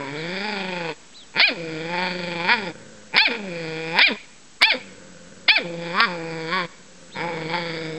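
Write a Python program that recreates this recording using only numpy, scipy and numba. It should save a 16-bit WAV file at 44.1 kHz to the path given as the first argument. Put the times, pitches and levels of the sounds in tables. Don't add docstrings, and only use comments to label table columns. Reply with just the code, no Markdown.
import sys
import numpy as np
from scipy import signal
from scipy.fft import rfft, irfft
from scipy.io import wavfile
from scipy.ndimage import uniform_filter1d
from numba import njit

SR = 44100
rng = np.random.default_rng(int(sys.argv[2]) if len(sys.argv) > 2 else 0)


def pcm_store(signal):
    levels = np.round(np.clip(np.atleast_2d(signal), -1, 1) * 32767)
    wavfile.write(sys.argv[1], SR, levels.astype(np.int16).T)


def magnitude_from_level(level_db):
    exponent = np.asarray(level_db, float) / 20
    return 10 ** exponent


N = 351898
T = np.arange(N) / SR

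# pitch_hz, level_db (per Hz)
AIR = [(20, -9), (30, -15), (70, -11), (100, -17), (135, -8), (208, -3.5), (379, -9), (726, -13),
       (1700, -13), (4400, -14.5), (5500, -15.5), (6600, -13), (7600, -14), (8300, -27)]
AIR_DB, WIND_DB, GUST_DB = -49.5, -66, 3
# pitch_hz, level_db
WHINE = [(7853, -64), (7882, -64), (8118, -70)]

# start_s, pitch_hz, effort_db, jaw_opening (0-1), roughness (0-1)
FIRST_GROWL = [(0, 140, -35.5, 0.92, 0.51), (.05, 134.1, -39, 0.84, 0.58), (0.189, 154.1, -35.5, .4, 0.38),
               (.3, 178.3, -33, .5, 0.37), (.4, 197.5, -33, .42, 0.31), (.464, 216.3, -29.5, 0.81, 0.28),
               (.56, 199.2, -33, 0.66, 0.4), (0.862, 164, -33.5, 0.74, 0.27), (.92, 153.4, -35, 0.71, 0.59)]
SECOND_GROWL = [(1.575, 172.5, -41.5, 0.19, 0.32), (1.65, 161.7, -40, .1, 0.302),
                (1.79, 156.8, -37.5, 0.34, 0.32), (1.881, 168, -35, 0.64, 0.2),
                (1.93, 175.2, -29.5, .83, 0.24), (2.05, 183.2, -27.5, 0.77, .22),
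                (2.16, 178.4, -35.5, 0.47, 0.39), (2.41, 167.7, -32.5, 0.75, 0.17)]
SURGE = [(2.468, 182.9, -27.5, 0.74, 0.072), (2.522, 247.5, -12, .6, 0.075),
         (2.548, 238.3, -25.5, 0.71, 0.099), (2.6, 210, -33.5, 0.63, 0.32),
         (2.705, 156.3, -38.5, 0.79, 0.32)]
THIRD_GROWL = [(3.31, 237.3, -32, .4, .7), (3.355, 232.2, -34, 0.49, 0.68),
               (3.41, 208.1, -42.5, 0.71, 0.47), (3.519, 170.1, -39.5, 0.27, 0.31),
               (3.701, 159, -36.5, 0.51, 0.22), (3.914, 162.7, -32.5, 0.53, .18),
               (3.955, 177.8, -30, 0.96, .05), (3.978, 212.4, -18.5, 0.49, .35)]
TRAIL = [(4.118, 225, -38, 0.97, 0.31), (4.128, 204.9, -43, 0.37, .5)]
GRUNT = [(4.742, 262.2, -45, .5, .5), (4.752, 250.1, -58, 0.67, .55)]
BARK = [(5.645, 175.4, -52, 0.81, .4), (5.73, 168.6, -49, 0.68, 0.31), (5.915, 169.5, -34.5, 0.66, 0.25),
        (5.956, 190.6, -31, 0.91, .15), (6.011, 230.2, -19.5, 0.93, .08), (6.05, 234.8, -19, 0.75, .06),
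        (6.062, 205.4, -32, 0.74, .15), (6.085, 182, -34.5, 0.88, 0.27)]
SWELL = [(6.191, 165, -40.5, 0.74, 0.31), (6.47, 159.7, -37, 0.64, .2), (6.505, 167.9, -32.5, 0.63, .15),
         (6.53, 182, -25, .75, .08), (6.565, 190.9, -24.5, 0.85, 0.13), (6.605, 179.7, -26.5, 0.79, 0.18),
         (6.653, 163.9, -36, 0.71, .45)]
LAST_GROWL = [(7.16, 117.9, -38, .85, .1), (7.215, 159.9, -28.5, 0.69, 0.16), (7.255, 173.4, -35, 1, 0.29),
              (7.356, 164.4, -37, 0.74, 0.426), (7.471, 159, -39.5, 0.55, 0.37),
              (7.55, 174.5, -28, 0.91, 0.3), (7.63, 168.4, -35, .6, .22), (7.77, 160, -35, 0.38, .36),
              (7.98, 158.5, -42.5, 0.27, .4)]
ATTACK_S, RELEASE_S, QUIET_DB = .022, .028, -29.5

# pitch_hz, level_db
CHEST = [(130, -3.5), (170, 2), (230, 5.5), (330, -0.5), (500, 5), (600, -5.5), (700, -16.5), (900, -28)]
HUM_DB, HUM_KNEE_HZ, HUM_DB_PER_HZ = -30.5, 183, 0.07
HUM_LOW_HZ, HUM_LOW_DB_PER_HZ = 140, 1

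# start_s, pitch_hz
JAW_PATH = [(0, 984), (.13, 920), (.47, 837), (.9, 892), (1.37, 906), (1.91, 850), (2.42, 907),
            (2.5, 922.3), (2.71, 843), (3.15, 872), (3.9, 865), (4.1, 928), (4.62, 1190), (4.73, 870),
            (5.49, 1187), (5.6, 847.3), (5.91, 890), (6.03, 1302),
            (6.09, 978.4), (6.18, 861.6), (6.47, 898), (6.54, 1085), (6.65, 979), (7.15, 919),
            (7.26, 883.5), (7.98, 917.7)]
JAW_SHUT_DB, JAW_SPAN_DB = -25, 31.5

# pitch_hz, width_hz, level_db
MOUTH = [(1419, 64, -5.5), (1843, 440, -9.5), (2424, 142, 3.5)]
# start_s, pitch_hz
MOUTH_PATH = [(0.0, 2270), (0.22, 2318), (0.89, 2500), (1.18, 2400), (2.69, 2388), (4.27, 2462),
              (4.42, 2150), (5.0, 2360), (5.18, 2334), (6.27, 2410), (6.4, 2302), (7.98, 2224)]
GAPE_HZ, GAPE_WIDTH_HZ, GAPE_FULL_DB, GAPE_DB = 1740, 520, -20.5, -9.5

# pitch_hz, width_hz, level_db
TEETH = [(3430, 450, 0), (4600, 480, -.5), (5000, 360, -5), (6500, 900, 8)]
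TEETH_DB, TEETH_FOLLOW = -37.5, 0.87

FLAP_DB, FLAP_DECAY, FLAP_SAG = 3.5, .3, .025

# start_s, end_s, first_pitch_hz, peak_effort_db, swell_db
CREAKS = [
    (1.338, 1.413, 100, -17.5, 7.5),
    (3.124, 3.183, 110, -17, 6.5),
    (3.973, 4.02, 203.6, -17.5, -2.5),
    (4.605, 4.632, 220, -19.5, 0.5),
    (5.477, 5.492, 295, -16.5, 16),
]
# chest_db, jaw_db, mouth_db, teeth_db
CREAK_START_DB = (-36.5, -31, -31.5, -50)
# knee_db, end_db
CREAK_JAW_DB = (-6.5, -21)
CREAK_TEETH_DB = (-9.5, 5.5)
CREAK_KNEE, CREAK_TOP_HZ, CREAK_ROUGH = .4, 304.8, .07
CREAK_FADE_S, CREAK_FADE_DB = 0.013, -14.5

# time_after_s, pitch_hz, chest_db, rasp_db, roughness (0-1)
SLACK = [(0, 315, -39, -21, .5), (.023, 268, -27, -33.5, .65), (0.077, 200, -43.5, -48.5, .5)]
SLACK_JAW_DB, SLACK_MID_HZ, SLACK_DB_PER_HZ = -45.5, 884, -0.0241

# delay_s, level_db, smear_s
ECHOES = [(0.1724, -30.5, 0.013), (0.098, -26, 0.09), (.3, -41, 0.031), (0.12, -33.5, 0.0082)]

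# time_s (from its start), pitch_hz, level_db
WHISTLE = [(0, 1500, -13), (.01, 2300, -15), (.018, 3200, -9), (.03, 3900, -3), (.045, 4120, 0),
           (.075, 3800, -2), (.11, 3150, -4), (.125, 3000, -20)]
# start_s, level_db, pitch_ratio
BIRD = [(.145, -39, 1.0), (.145, -50, 1.14), (1.125, -41, 1.0), (1.122, -50, 1.14), (1.2, -56, 1.0),
        (5.815, -46, .97), (7.1, -41, .92), (7.1, -43, 1.04)]

# start_s, peak_db
SNAPS = [(1.398, 1), (1.402, 0), (3.165, 1), (3.169, -1), (3.179, 1), (3.988, 2), (3.993, 0), (4.620, -2),
         (4.623, 1), (4.629, 2), (5.487, 0), (6.003, 1), (6.007, 1)]

# start_s, rise_s, hold_s, top_pitch_hz, level_db
YELPS = [
    (1.413, .034, .018, 840, -22),
    (3.178, .044, 0.025, 893, -22),
    (4.014, .027, .016, 822, -21),
    (4.627, .038, .028, 903, -21),
    (5.484, .04, .03, 890, -21),
]
# stage (0 start, 1 top reached, 2 top left, 3 end), pitch_share, level_db, tilt_db_per_octave
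ARCH = [(0, .78, 4.5, 1), (0.398, .87, 2.5, 5), (1, 0.99, -0.5, 2), (1.5, 0.98, 1, 2.5), (2, .98, -4, 1.5),
        (2.55, .875, 1.5, 4), (3, .78, -3.5, -2.5), (3.5, .68, -19, -10.5)]
YELP_FALL_S = .026
# pitch_hz, level_db
YELP_MOUTH = [(650, -4.5), (790, -14), (885, 1.5), (1350, -13), (1600, -2.5), (1800, -2.5), (2150, 4.5),
              (2450, 9), (2700, -6.5), (3300, -1), (3700, -6), (4500, -4.5), (5200, -15), (6500, -26)]

# start_s, end_s, pitch_hz, first_db, last_db
MUTTER = [
    (1.55, 2.72, 99.07, -49, -42),
    (2.76, 3.131, 104, -43, -50.5),
    (4.78, 5.465, 97.7, -44.5, -48),
    (6.694, 7.114, 94.1, -56, -48),
    (7.158, 7.976, 98.7, -37, -48),
]
# pitch_hz, width_hz, level_db
MUTTER_THROAT = [(175, 55, -0.5), (525, 38, -0.5), (903, 11, -12), (1517, 160, -11.5), (2140, 140, -27)]


def column(rows, k):
    rows = np.array(sorted(rows))
    return np.interp(T, rows[:, 0], rows[:, k])


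def gains(tables, k, edge=0.0047):
    out = np.zeros(N)
    for rows in tables:
        gate = np.clip(np.minimum(T - rows[0][0], rows[-1][0] - T) / edge + 1, 0, 1)
        out += gate * magnitude_from_level(column(rows, k))
    return out


def unit(x, s=0.013):
    return x / np.sqrt(uniform_filter1d(x ** 2, int(s * SR)) + 1e-12)


def walk(rate):
    k = int(SR / rate)
    steps = np.repeat(rng.standard_normal(N // k + 1), k)
    return 1.257 * uniform_filter1d(uniform_filter1d(steps, k), k)[:N]


@njit
def svf(x, hz, width):
    y, b, l = np.empty(len(x)), 0., 0.
    for i in range(len(x)):
        g, k = np.tan(np.pi * hz[i] / SR), width / hz[i]
        v = (b + g * (x[i] - l)) / (1 + g * (g + k))
        b, l, y[i] = 2 * v - b, l + 2 * g * v, k * v
    return y


def band(x, hz, width):
    return svf(x, hz + np.zeros(N), 1. * width)


@njit
def folds(hz, jitter, shimmer, chance):
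    pulses, phase, p, k = np.zeros(len(hz) + 1), np.empty(len(hz)), 0., 0
    for i in range(len(hz)):
        step = hz[i] * (1 + jitter[i] * chance[k, 0]) / SR
        p += step
        if p >= 1:
            p, k = p - 1, k + 1
            size = np.exp(shimmer[i] * chance[k, 1])
            pulses[i] += size * p / step
            pulses[i + 1] += size * (1 - p / step)
        phase[i] = p
    return pulses[:-1], phase


def throat(x, modes, shift=1, patchy_db=0, steep=False):
    out = 0
    for k, (hz, width, db) in enumerate(modes):
        ring = band(x, hz * shift, width)
        if steep:
            ring = band(ring, hz * shift, 1.6 * width)
        out = out + (-1) ** k * magnitude_from_level(db + patchy_db * walk(7)) * ring
    return out


def air():
    hz, db = np.transpose(AIR)
    f = np.arange(N // 2 + 1) * SR / N + 1
    colour = magnitude_from_level(np.interp(np.log(f), np.log(hz), db))
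    hiss = irfft(rfft(rng.standard_normal(N)) * colour, N)
    hiss *= magnitude_from_level(AIR_DB + 0.41 * walk(3.9)) / hiss.std()
    whine = 0
    for whine_hz, level_db in WHINE:
        tone = np.sqrt(2) * np.sin(2 * np.pi * whine_hz * T + .5 * walk(22))
        whine = whine + magnitude_from_level(level_db + 1.9 * walk(13)) * tone
    gusts = magnitude_from_level(WIND_DB + GUST_DB * walk(5.2))
    wind = gusts * unit(band(rng.standard_normal(N), 30, 30), s=2)
    return hiss + whine + wind


def stage(yelp_row, place):
    start, rise, hold = yelp_row[:3]
    return np.interp(place, range(5), np.cumsum([start, rise, hold, YELP_FALL_S, YELP_FALL_S]))


def layers(s, hz, db, opening, rough):
    high_loss_db = HUM_DB_PER_HZ * max(hz - HUM_KNEE_HZ, 0)
    low_loss_db = HUM_LOW_DB_PER_HZ * max(HUM_LOW_HZ - hz, 0)
    hum_db = HUM_DB - high_loss_db - low_loss_db
    jaw_db = db + JAW_SHUT_DB + JAW_SPAN_DB * opening
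    return s, hum_db, jaw_db, db, TEETH_DB + TEETH_FOLLOW * (db + 36)


def faded(row, s):
    return (row[0] + s, *(db + QUIET_DB for db in row[1:]))


def creak_layers(s, hz, db, k):
    hum_db = layers(s, hz, db, 0, 0)[1]
    return s, hum_db, db + CREAK_JAW_DB[k], db, db + CREAK_TEETH_DB[k]


def voice():
    pitch, levels = [], []
    breaths = (FIRST_GROWL, SECOND_GROWL + SURGE, THIRD_GROWL, TRAIL, GRUNT, BARK + SWELL, LAST_GROWL)
    for rows in breaths:
        pitch += [(s, hz, rough) for s, hz, _, _, rough in rows]
        held = [layers(*row) for row in rows]
        levels.append([faded(held[0], -ATTACK_S), *held, faded(held[-1], RELEASE_S)])
    for start, end, hz, db, swell_db in CREAKS:
        knee = start + CREAK_KNEE * (end - start)
        knee_hz = hz * (CREAK_TOP_HZ / hz) ** CREAK_KNEE
        pitch += [(start, hz, CREAK_ROUGH), (knee, knee_hz, CREAK_ROUGH), (end, CREAK_TOP_HZ, CREAK_ROUGH)]
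        levels.append([
            (start, *(db + np.array(CREAK_START_DB))),
            creak_layers(knee, knee_hz, db - swell_db, 0),
            creak_layers(end, CREAK_TOP_HZ, db, 1),
            creak_layers(end + CREAK_FADE_S, 2 * CREAK_TOP_HZ, db + CREAK_FADE_DB, 1)])
    for row in YELPS:
        end = stage(row, place=3)
        lift_db = SLACK_DB_PER_HZ * (row[3] - SLACK_MID_HZ)
        pitch += [(end + s, hz, rough) for s, hz, _, _, rough in SLACK[:2]]
        levels.append([(end + s, chest_db + lift_db, SLACK_JAW_DB, db, db) for s, _, chest_db, db, _ in SLACK])
    return pitch, levels


def growl():
    rows, effort = voice()
    hz = column(rows, 1)
    rough = np.clip(column(rows, 2), 0, 1)
    jaw_hz = uniform_filter1d(column(JAW_PATH, 1), 500)

    beat = np.cumsum(24.6 + 1.2 * walk(5)) / SR
    loose = np.clip(1 + .6 * walk(3), 0, 2)
    lips = np.sin(2 * np.pi * beat) * loose
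    flap = uniform_filter1d(np.exp(-(beat % 1) / FLAP_DECAY) - FLAP_DECAY, 90) * loose

    chance = rng.standard_normal((6000, 2))
    pulses, phase = folds(hz * (1 + .009 * lips), .055 * rough, .5 * rough, chance)
    puffs = np.exp(-phase / .6) * rng.standard_normal(N)

    wobble_db = 7.0 * rough
    hum = 0
    for k in range(1, 6):
        colour_db = np.interp(k * hz, *np.transpose(CHEST)) + wobble_db * walk(60)
        hum = hum + magnitude_from_level(colour_db) * np.cos(2 * np.pi * k * phase - 0.5 * (k - 1))
    chest_breath = band(band(puffs, 410, 670), 410, 670)
    hum = unit(hum) + 0.55 * rough * unit(chest_breath)

    drive = -pulses + .14 * rough * puffs
    airy = drive + .14 * rough * puffs
    jaw = band(band(drive, jaw_hz, 61), jaw_hz, 730)

    shift = uniform_filter1d(column(MOUTH_PATH, 1), 2000) / MOUTH[-1][0]
    mouth = throat(airy, MOUTH, shift * (1 + FLAP_SAG * flap), patchy_db=1.5)
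    gape = np.clip(gains(effort, 3) / magnitude_from_level(GAPE_FULL_DB), 0, 1)
    mouth = mouth - magnitude_from_level(GAPE_DB) * gape * band(drive, GAPE_HZ, GAPE_WIDTH_HZ)
    mouth = band(mouth, 1556, 1100)

    teeth = throat(airy, TEETH, 1 + .018 * walk(5), patchy_db=3.2, steep=True)
    teeth = band(teeth, 2900, 2400)

    rasp = sum(gains(effort, k) * unit(part) for k, part in enumerate((jaw, mouth, teeth), 2))
    return gains(effort, 1) * hum * magnitude_from_level(1.1 * lips) + rasp * magnitude_from_level(FLAP_DB * flap + .9 * walk(40))


def walls(x):
    t, reply = T[:SR // 2], 0
    for s, db, smear in ECHOES:
        shape = np.exp(-((t - s) / smear) ** 2) * rng.standard_normal(len(t))
        reply = reply + magnitude_from_level(db) * shape / np.sqrt(np.sum(shape ** 2))
    far = signal.sosfilt(signal.butter(1, [700, 4000], "band", fs=SR, output="sos"), x)
    return signal.fftconvolve(far, reply)[:N]


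def bird():
    out = np.zeros(N)
    for start, db, ratio in BIRD:
        rows = [(start + t, hz, level_db) for t, hz, level_db in WHISTLE]
        hz = ratio * uniform_filter1d(column(rows, 1), 400) * (1 + 0.0067 * walk(250))
        out += magnitude_from_level(db) * gains([rows], 2) * np.sin(2 * np.pi * np.cumsum(hz) / SR)
    return out


def snaps():
    clicks = np.zeros(N)
    for s, db in SNAPS:
        clicks[int(s * SR)] = magnitude_from_level(db + 16.8)
    return band(clicks, 1000, 300) + band(clicks, 2300, 900) + magnitude_from_level(-3.0) * band(clicks, 4000, 2000)


def arches():
    return [[(stage(row, place), row[3] * share, row[4] + db, tilt) for place, share, db, tilt in ARCH]
            for row in YELPS]


def yelp():
    calls = arches()
    rows = sum(calls, [])
    mouth_hz, mouth_db = np.transpose(YELP_MOUTH)
    hz = uniform_filter1d(column(rows, 1), int(0.009 * SR)) * (1 + 0.0029 * walk(300))
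    turn = 2 * np.pi * np.cumsum(hz) / SR
    tilt = column(rows, 3)
    stack = 0
    for k in range(1, 9):
        level_db = np.interp(k * hz, mouth_hz, mouth_db) + tilt * np.log2(k / 3)
        stack = stack + magnitude_from_level(level_db) * magnitude_from_level(2.7 * walk(80)) * np.cos(k * turn + np.pi + k * k / 5)
    breath = band(rng.standard_normal(N), 2600, 3000)
    half_pitch = 1 + .13 * np.cos(turn / 2)
    return gains(calls, 2) * (stack * half_pitch + .26 * breath)


def mutter():
    calls = [[(start, hz, db), (end, hz, last_db)] for start, end, hz, db, last_db in MUTTER]
    hz = column(sum(calls, []), 1) * (1 + .05 * walk(4))
    pulses, _ = folds(hz, np.full(N, .05), np.full(N, .4), rng.standard_normal((3000, 2)))
    drive = -pulses + .04 * rng.standard_normal(N)
    return gains(calls, 2, edge=.03) * unit(throat(drive, MUTTER_THROAT), s=.1)


def scene():
    pup = growl() + yelp() + snaps()
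    pup = signal.sosfilt(signal.ellip(6, .5, 34, 5150, fs=SR, output="sos"), pup)
    loud = uniform_filter1d(np.abs(pup), int(0.12 * SR))
    background = (bird() + air()) / (1 + 1.4 * loud)
    return (pup + walls(pup) + mutter() + background)[None]


def roll_off(x):
    return signal.sosfilt(signal.butter(12, 15800, fs=SR, output="sos"), x)


def record(dry):
    narrow = signal.sosfilt(signal.ellip(10, .2, 80, 8200, fs=SR, output="sos"), dry)
    mix = np.clip(narrow - .0034, -1, 1)
    return roll_off(mix)


dry = scene()
out = record(dry)
pcm_store(out)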